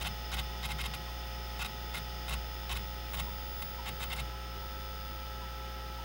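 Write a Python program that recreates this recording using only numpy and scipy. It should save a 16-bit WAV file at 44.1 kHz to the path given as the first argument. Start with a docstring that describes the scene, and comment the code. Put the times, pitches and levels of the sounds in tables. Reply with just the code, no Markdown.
"""Stepper-driven hard drive in an open computer

An old drive seeks in short bursts: each seek is a run of motor steps that rasps through the casting,
ticks in the head arm as it starts and lands, and rocks the chassis. Spindle, motor, bearings, two fans,
rushing air and a monitor whistle drone on as sines and shaped noise, with a few brief squeaks.
The balance of the drone shifts as the microphone draws back, slowly at first, faster after three seconds."""
import sys
import numpy as np
from scipy import signal
from scipy.fft import rfft, irfft
from scipy.io import wavfile
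from scipy.ndimage import uniform_filter1d

SR = 44100
rng = np.random.default_rng(int(sys.argv[2]) if len(sys.argv) > 2 else 0)


def materialize(psi):
    """Save the field psi as 16-bit PCM at rate SR to the path in sys.argv[1].

    A 1-D psi becomes a single channel; in a 2-D psi each row is a channel.
    """
    bounded = np.clip(np.atleast_2d(psi).T, -1, 1)
    quanta = np.round(bounded * 32767).astype(np.int16)
    wavfile.write(sys.argv[1], SR, quanta)


N = 266364
T = np.arange(N) / SR  # time [s]
SPINDLE_HZ = 60  # turning rate of the platters
SWITCHES = 6  # switchings of the motor's coils per turn
BRAKE_S = .0065  # the brake bites hardest this long before the landing


def undb(db):
    """Amplitude ratio from its logarithmic level in decibels."""
    return 10 ** (np.asarray(db) / 20)


def unit(x):
    """Normalisation to unit rms, so that a later gain alone sets the level."""
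    return x / np.sqrt(np.mean(x ** 2))


def curve(rows):
    """Linear interpolation of (time [s], value) rows."""
    return np.interp(T, *np.transpose(rows))


def walk(rate):
    """Slow random fluctuation: levels held 1 / rate seconds and smoothed twice; spread near 1."""
    hold = int(SR / rate)
    held = np.repeat(rng.standard_normal(N // hold + 1), hold)
    smooth = uniform_filter1d(uniform_filter1d(held, hold), hold)
    return 1.21 * smooth[:N]


def colour(x, points):
    """Spectral shaping by (frequency [Hz], level [dB]) points, with a fall below the first; unit rms."""
    hz, db = np.transpose(points)
    bins = np.arange(N // 2 + 1) * SR / N
    shape = undb(np.interp(np.log(bins + 1), np.log(hz), db))
    bass_fall = np.minimum(bins / hz[0], 1) ** 2
    return unit(irfft(rfft(x) * shape * bass_fall, N))


def add(track, start, sound):
    """Superposition of a sound on a track from a start time in seconds."""
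    i = max(int(start * SR), 0)
    track[i:i + len(sound)] += sound[:max(N - i, 0)]


def ring(x, modes, case_db, case_t60):
    """Modal resonance: a force drives damped modes and dense case reflections, at unit response energy."""
    t = T[:SR // 8]
    body = np.zeros(len(t))
    for k, (hz, width, db) in enumerate(modes):
        # a wider resonance decays faster; alternate modes have opposite sign
        decay = np.exp(-np.pi * width * t)
        body += (-1) ** k * undb(db) * width * decay * np.cos(2 * np.pi * hz * t)
    case = rng.standard_normal(len(t)) * np.exp(-np.log(1000) * t / case_t60)
    case *= undb(case_db) / np.linalg.norm(case)
    case[0] += 1  # direct sound
    response = signal.fftconvolve(body, case)
    return signal.fftconvolve(x, response / np.linalg.norm(response))[:N]


def tone(hz, db, wander_hz, waver_db):
    """Sinusoid at an rms level, with slow random frequency and amplitude modulation."""
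    phase = np.cumsum(hz + wander_hz * walk(4.88)) / SR + rng.random()
    return np.sqrt(2) * undb(db + waver_db * walk(3.88)) * np.sin(2 * np.pi * phase)


def spindle(away, hum_db=-41, db_per_octave=-12.5, away_db=-2):
    """Periodic rotation: the platters hum in a harmonic series that falls evenly per octave."""
    hum = np.zeros(N)
    for k in range(1, 5):
        hum += undb(db_per_octave * np.log2(k)) * np.sin(2 * np.pi * k * SPINDLE_HZ * T)
    return np.sqrt(2) * hum * undb(hum_db + away_db * away)


def motor_poles(away, pole_db=-58, sideband_db=-10, away_db=-7):
    """Amplitude modulation: the poles pull twice per switching, and the pull swells once a turn."""
    swell = 1 + 2 * undb(sideband_db) * np.cos(2 * np.pi * SPINDLE_HZ * T)
    return swell * tone(2 * SWITCHES * SPINDLE_HZ, pole_db + away_db * away, wander_hz=.2, waver_db=.2)


def motor_whine(away, centre_hz=5024, width_hz=337, peak_db=-59.5, away_db=-3.5):
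    """Resonant selection: switching overtones, each with a partner two turning rates up, favour one band."""
    out = np.zeros(N)
    for overtone in range(12, 19):
        for hz in SPINDLE_HZ * (SWITCHES * overtone + np.array([0, 2])):
            detuning = 2 * (hz - centre_hz) / width_hz
            db = peak_db - 10 * np.log10(1 + detuning ** 2)  # resonance of the housing
            out += tone(hz, db, wander_hz=.2, waver_db=1.1)
    return out * undb(away_db * away)


def motor_sizzle(away, ring_hz=5120, width_hz=110, sizzle_db=-57, away_db=-8):
    """Impulsive excitation: each switching of the coils sends a decaying noise burst into the housing."""
    gate = np.exp(-3 * (SWITCHES * SPINDLE_HZ * T % 1))
    sizzle = ring(gate * rng.standard_normal(N), [(ring_hz, width_hz, 0)], case_db=14, case_t60=0.088)
    return unit(sizzle) * undb(sizzle_db + away_db * away)


def bearings(away, whirr_db=-51, away_db=-3, count=900):
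    """Inharmonic superposition: rolling balls make many weak lines that flutter with each turn."""
    # spectrum of the whirr: (frequency [Hz], relative level [dB per Hz])
    whirr_spectrum = [(600, -13), (1500, 5), (2300, 4), (2900, 6), (3600, 6.5), (4000, -4), (4600, -19),
                      (5500, -23), (6400, -2.5), (7700, -22.5), (9200, -4), (12800, -52), (13600, -3),
                      (15000, -43)]
    lines = np.zeros(N // 2 + 1, complex)
    places = rng.integers(N // 80, N // 3, count)
    phases = np.exp(2j * np.pi * rng.random(count))
    lines[places] = phases * undb(3 * rng.standard_normal(count))
    whirr = colour(unit(irfft(lines, N)) + .5 * rng.standard_normal(N), whirr_spectrum)
    turn = 2 * np.pi * SPINDLE_HZ * T
    flutter = 1 + 0.04 * np.sin(turn) + 0.032 * np.sin(2 * turn)
    return whirr * flutter * undb(whirr_db + away_db * away + 0.2 * walk(4.6))


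def races(away, gain_db=2.0, away_db=-5.5):
    """Tonal radiation: the bearing races sing a few clear tones that fade with distance."""
    # tones of the races: (frequency [Hz], level before gain_db [dB])
    race_tones = [(1463, -67), (1929.7, -65), (2946.9, -63), (3496.3, -64), (3582.9, -65)]
    tones = sum(tone(hz, db, wander_hz=.2, waver_db=.6) for hz, db in race_tones)
    return tones * undb(gain_db + away_db * away)


def fan(away, blade_hz, overtones):
    """Blade-passing tones: harmonics of the blade rate, each with its own level close and drawn back."""
    out = np.zeros(N)
    for multiple, close_db, far_db in overtones:
        db = close_db + (far_db - close_db) * away
        out += tone(round(multiple) * blade_hz, db, wander_hz=.2, waver_db=.6)
    return out


def air(away, air_db=-49, away_db=-1):
    """Broadband flow noise: cooling air rushes through the case as coloured noise."""
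    # spectrum of the rush: (frequency [Hz], relative level [dB per Hz])
    air_spectrum = [(150, 3.5), (280, -4), (400, 3), (480, -5.5), (620, -8), (950, -3), (1200, -12.5),
                    (3300, -15), (4200, -12), (6500, -21.5), (8000, -28.5), (14200, -21.5), (15000, -10.5)]
    rush = colour(rng.standard_normal(N), air_spectrum)
    return rush * undb(air_db + away_db * away + 0.11 * walk(3.6))


def monitor(line_hz=15700, gain_db=4):
    """Line-rate whistle of a picture tube, heard through its standing waves as the microphone moves."""
    # swelling and fading of the whistle: (time [s], level before gain_db [dB])
    whistle_level = [(0.0, -58), (0.76, -65), (1.98, -58), (2.14, -61), (2.88, -54), (3.04, -63),
                     (3.13, -50), (3.4, -54), (3.65, -48), (3.83, -60), (4.07, -51), (4.42, -80),
                     (4.59, -57), (5.15, -57), (5.82, -76), (6.04, -70)]
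    return tone(line_hz, curve(whistle_level) + gain_db, wander_hz=.3, waver_db=.3)


def moves():
    """Kinematics of the arm: each seek as (start [s], travel [s], strength [dB], recoil)."""
    # seeks: (start [s], landing [s], strength [dB], recoil of the chassis [relative])
    # positive recoil swells the platters' hum, negative recoil cancels it
    seek_times = [(0.01, 0.028, -1, 0.65), (0.045, 0.075, 2, -0.72), (0.317, 0.346, 0.5, 1),
                  (0.368, 0.399, 1, 0.049), (0.629, 0.66, 0, 0.37), (0.689, 0.72, -0.5, 0.12),
                  (0.786, 0.816, 0.5, 0.7), (0.838, 0.863, 0, -0.37), (0.937, 0.949, -0.5, -0.47),
                  (1.591, 1.625, 0, 0.21), (1.646, 1.662, 0, -0.96), (1.94, 1.956, 0, -0.72),
                  (1.965, 1.983, -1, 0.32), (2.28, 2.297, 0, 0.88), (2.307, 2.341, 0, 0.5),
                  (2.694, 2.728, 0.5, 0.98), (2.754, 2.772, -1, -0.018), (3.134, 3.151, -1, 0.68),
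                  (3.17, 3.204, 0, 0.3), (3.619, 3.627, -1.5, -0.48), (3.859, 3.891, -0.5, -0.22),
                  (4.002, 4.038, -1, 0.18), (4.101, 4.135, -0.5, 0.12), (4.16, 4.168, -6, 0.12),
                  (4.176, 4.204, -1.5, 0.55)]
    return [(start, max(landing - start, .002), db, recoil) for start, landing, db, recoil in seek_times]


def doublings(travel):
    """Logarithmic length of a move in doublings of a full 32 ms stroke; negative for shorter ones."""
    return np.log2(travel / .032)


def at_track(modes, scatter_db=1.0):
    """Modal participation: each place of the arm feeds the modes a little differently, at random."""
    return [(hz, width, db + scatter_db * rng.standard_normal()) for hz, width, db in modes]


def step_run(t, travel, slow_hz=900, fast_hz=2900, ramp_s=.016, uneven_db=4.5, grit=0.88,
             jolt=1.0, jolt_s=0.004, swell_s=0.011, settle_s=0.0067):
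    """Pulse-train excitation: a jolt, then uneven steps that speed up and brake, swelling near the landing."""
    end = travel + settle_s
    speed = np.clip(np.minimum(t, 2 * (end - t)) / ramp_s, 0, 1)
    # the rotor hunts about each step, so the pulses come unevenly
    hunting = .18 * unit(uniform_filter1d(rng.standard_normal(len(t)), size=24))
    rate = (slow_hz + (fast_hz - slow_hz) * speed) * np.exp(hunting)
    pulses = np.diff(np.floor(np.cumsum(rate) / SR), prepend=-1)
    steps = pulses * undb(uneven_db * rng.standard_normal(len(t)))
    force = unit(steps - uniform_filter1d(steps, size=64)) + grit * rng.standard_normal(len(t))
    braking = .9 * np.exp(-((t - travel + BRAKE_S) / swell_s) ** 2)
    stop = np.clip((end - t) / 0.001, 0, 1)
    run = force * (1 + jolt * np.exp(-t / jolt_s) + braking) * stop
    return run / np.sqrt(np.mean(run[t < end] ** 2))


def arm_ticks(t, travel, start_db=-6, start_s=0.003, slide_db=-14, brake_db=-5, land_s=0.0033):
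    """Impact and friction noise: the band snaps taut, scrapes, clacks under the brake and chatters to rest."""
    snap = undb(start_db) * np.exp(-(t / start_s) ** 2)
    slide = undb(slide_db) * np.clip(t / travel, 0, 1) * (t < travel)
    clack = undb(brake_db) * np.exp(-((t - travel + BRAKE_S) / 0.0006) ** 2)
    landing = np.exp(-np.abs(t - travel + 0.0004) / land_s)
    return (snap + slide + clack + landing) * rng.standard_normal(len(t))


def seeks(rasp_db=-39, rasp_db_per_doubling=1.0, tick_db=-42):
    """Forced resonance: steps ring the casting, ticks ring the arm; longer moves rasp louder."""
    # resonances of the drive casting: (frequency [Hz], width [Hz], level before scatter [dB])
    casting_modes = [(817, 196, -2), (1119, 48, 2), (1420, 110, 0), (2121, 111, 1), (2464, 154, -5),
                     (2700, 167, -1), (3065, 108, -1), (3240, 240, -4), (3760, 180, -1), (4670, 240, -9.5),
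                     (6000, 2600, -19), (11450, 280, -30)]
    # resonances of the head arm and its steel band: (frequency [Hz], width [Hz], level before scatter [dB])
    arm_modes = [(3870, 370, 3), (4940, 810, -12), (7000, 990, -11), (7760, 490, -3), (9200, 1600, -5),
                 (10400, 700, -4), (11200, 300, 3.5), (12300, 1100, -7), (13600, 820, -8.5)]
    t, out = T[:SR // 14], np.zeros(N)
    for start, travel, db, _ in moves():
        rasp = ring(step_run(t, travel), at_track(casting_modes), case_db=-8, case_t60=.07)
        ticks = ring(arm_ticks(t, travel), at_track(arm_modes), case_db=-8, case_t60=.04)
        # shorter moves never reach full speed
        rasp_gain = undb(db + rasp_db + rasp_db_per_doubling * doublings(travel))
        add(out, start, rasp_gain * rasp + undb(db + tick_db) * ticks)
    return out


def chassis(rock_hz=61, rock_db=-46, rumble_db=-49.5, rumble_db_per_doubling=0.2,
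            follow_s=.08, follow_db=2, shake_s=.04):
    """Reaction force: the arm's recoil rocks the drive on its mounts and makes the panels rumble."""
    # resonances of the case panels: (frequency [Hz], width [Hz], level [dB])
    panel_modes = [(75, 10.6, 2), (144.3, 21, 1.5), (160, 14, -2), (195.2, 8.7, -2.5), (227, 23, -12)]
    push, shake, previous = np.zeros(N), np.zeros(N), -np.inf
    for start, travel, db, recoil in moves():
        # seeks fall in step with the platters, so the rocking swells or cancels their hum
        turns = np.ceil(start * SPINDLE_HZ) + np.arange(3)
        push[(turns * SR / SPINDLE_HZ).astype(int)] += recoil
        # a seek soon after the last finds the panels still moving and shakes them harder
        follow = follow_db * (start - previous < follow_s)
        shake_db = db + rumble_db + rumble_db_per_doubling * doublings(travel) + follow
        shaking = T[:SR // 8] < travel + shake_s  # lasts beyond the landing
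        add(shake, start, undb(shake_db) * shaking * rng.standard_normal(len(shaking)))
        previous = start
    t = T[:SR // 2]
    mounts = np.sin(2 * np.pi * rock_hz * t) * np.exp(-np.log(1000) * t / .4)
    rocking = undb(rock_db) * signal.fftconvolve(push, mounts)[:N]
    return rocking + ring(shake, panel_modes, case_db=-10, case_t60=.12)


def squeaks(gain_db=-3, fall=0.11, rough=0.024, length_s=0.042):
    """Frequency modulation: soft, slightly rough chirps that sink in pitch."""
    # squeaks, perhaps of a dry fan bearing, each begun 8 ms before its time:
    # (time [s], peak level before gain_db [dB], mid-chirp frequency [Hz])
    chirps = [(0.54, -50, 986), (1.082, -46, 1007), (3.275, -43, 940), (3.79, -41, 964), (4.33, -49, 1010),
              (4.625, -46, 893), (5.419, -45, 980), (5.99, -44, 900)]
    out, unsteady = np.zeros(N), walk(200)
    u = np.linspace(0, 1, int(length_s * SR))
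    swell = np.sin(np.pi * u ** 0.64)
    for start, db, hz in chirps:
        roughness = rough * np.roll(unsteady, -int(start * SR))[:len(u)]
        pitch = hz * (1 + fall * (.5 - u) + roughness)
        chirp = np.sin(2 * np.pi * np.cumsum(pitch) / SR)
        add(out, start - .008, undb(db + gain_db) * swell * chirp)
    return out


def scene():
    """Linear superposition of the drive at work and the drone of the machine."""
    # microphone position: (time [s], distance [0 close .. 1 drawn back])
    position = [(0, 0.035), (2.8, 0.3), (3.3, 0.44), (3.8, 0.6), (4.4, 0.75), (6.04, 0.84)]
    # overtones of each fan: (multiple of the blade rate, level close [dB], level drawn back [dB])
    slow_fan = [(3, -65, -67.5), (4, -52.5, -55), (6, -56, -58.5), (8, -76, -65.5), (9, -60, -65.5)]
    fast_fan = [(2, -58, -56), (5, -61.5, -49.5), (6, -83, -62.5), (7, -68.5, -69.5)]
    away = curve(position)
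    motor = motor_poles(away) + motor_whine(away) + motor_sizzle(away)
    drive = spindle(away) + motor + bearings(away) + races(away)
    fans = fan(away, 212.07, slow_fan) + fan(away, 264.31, fast_fan)  # blade-passing rates [Hz]
    cooling = fans + air(away) + squeaks()
    return (drive + cooling + monitor() + seeks() + chassis())[None]


def record(dry):
    """Band limiting: the microphone loses the deepest bass; the recorder cuts the top."""
    bass_cut = signal.butter(2, 30, "high", fs=SR, output="sos")
    top_cut = signal.ellip(10, .1, 80, 15900, fs=SR, output="sos")
    heard = signal.sosfilt(bass_cut, dry)
    return signal.sosfilt(top_cut, heard)


dry = scene()
out = record(dry)
materialize(out)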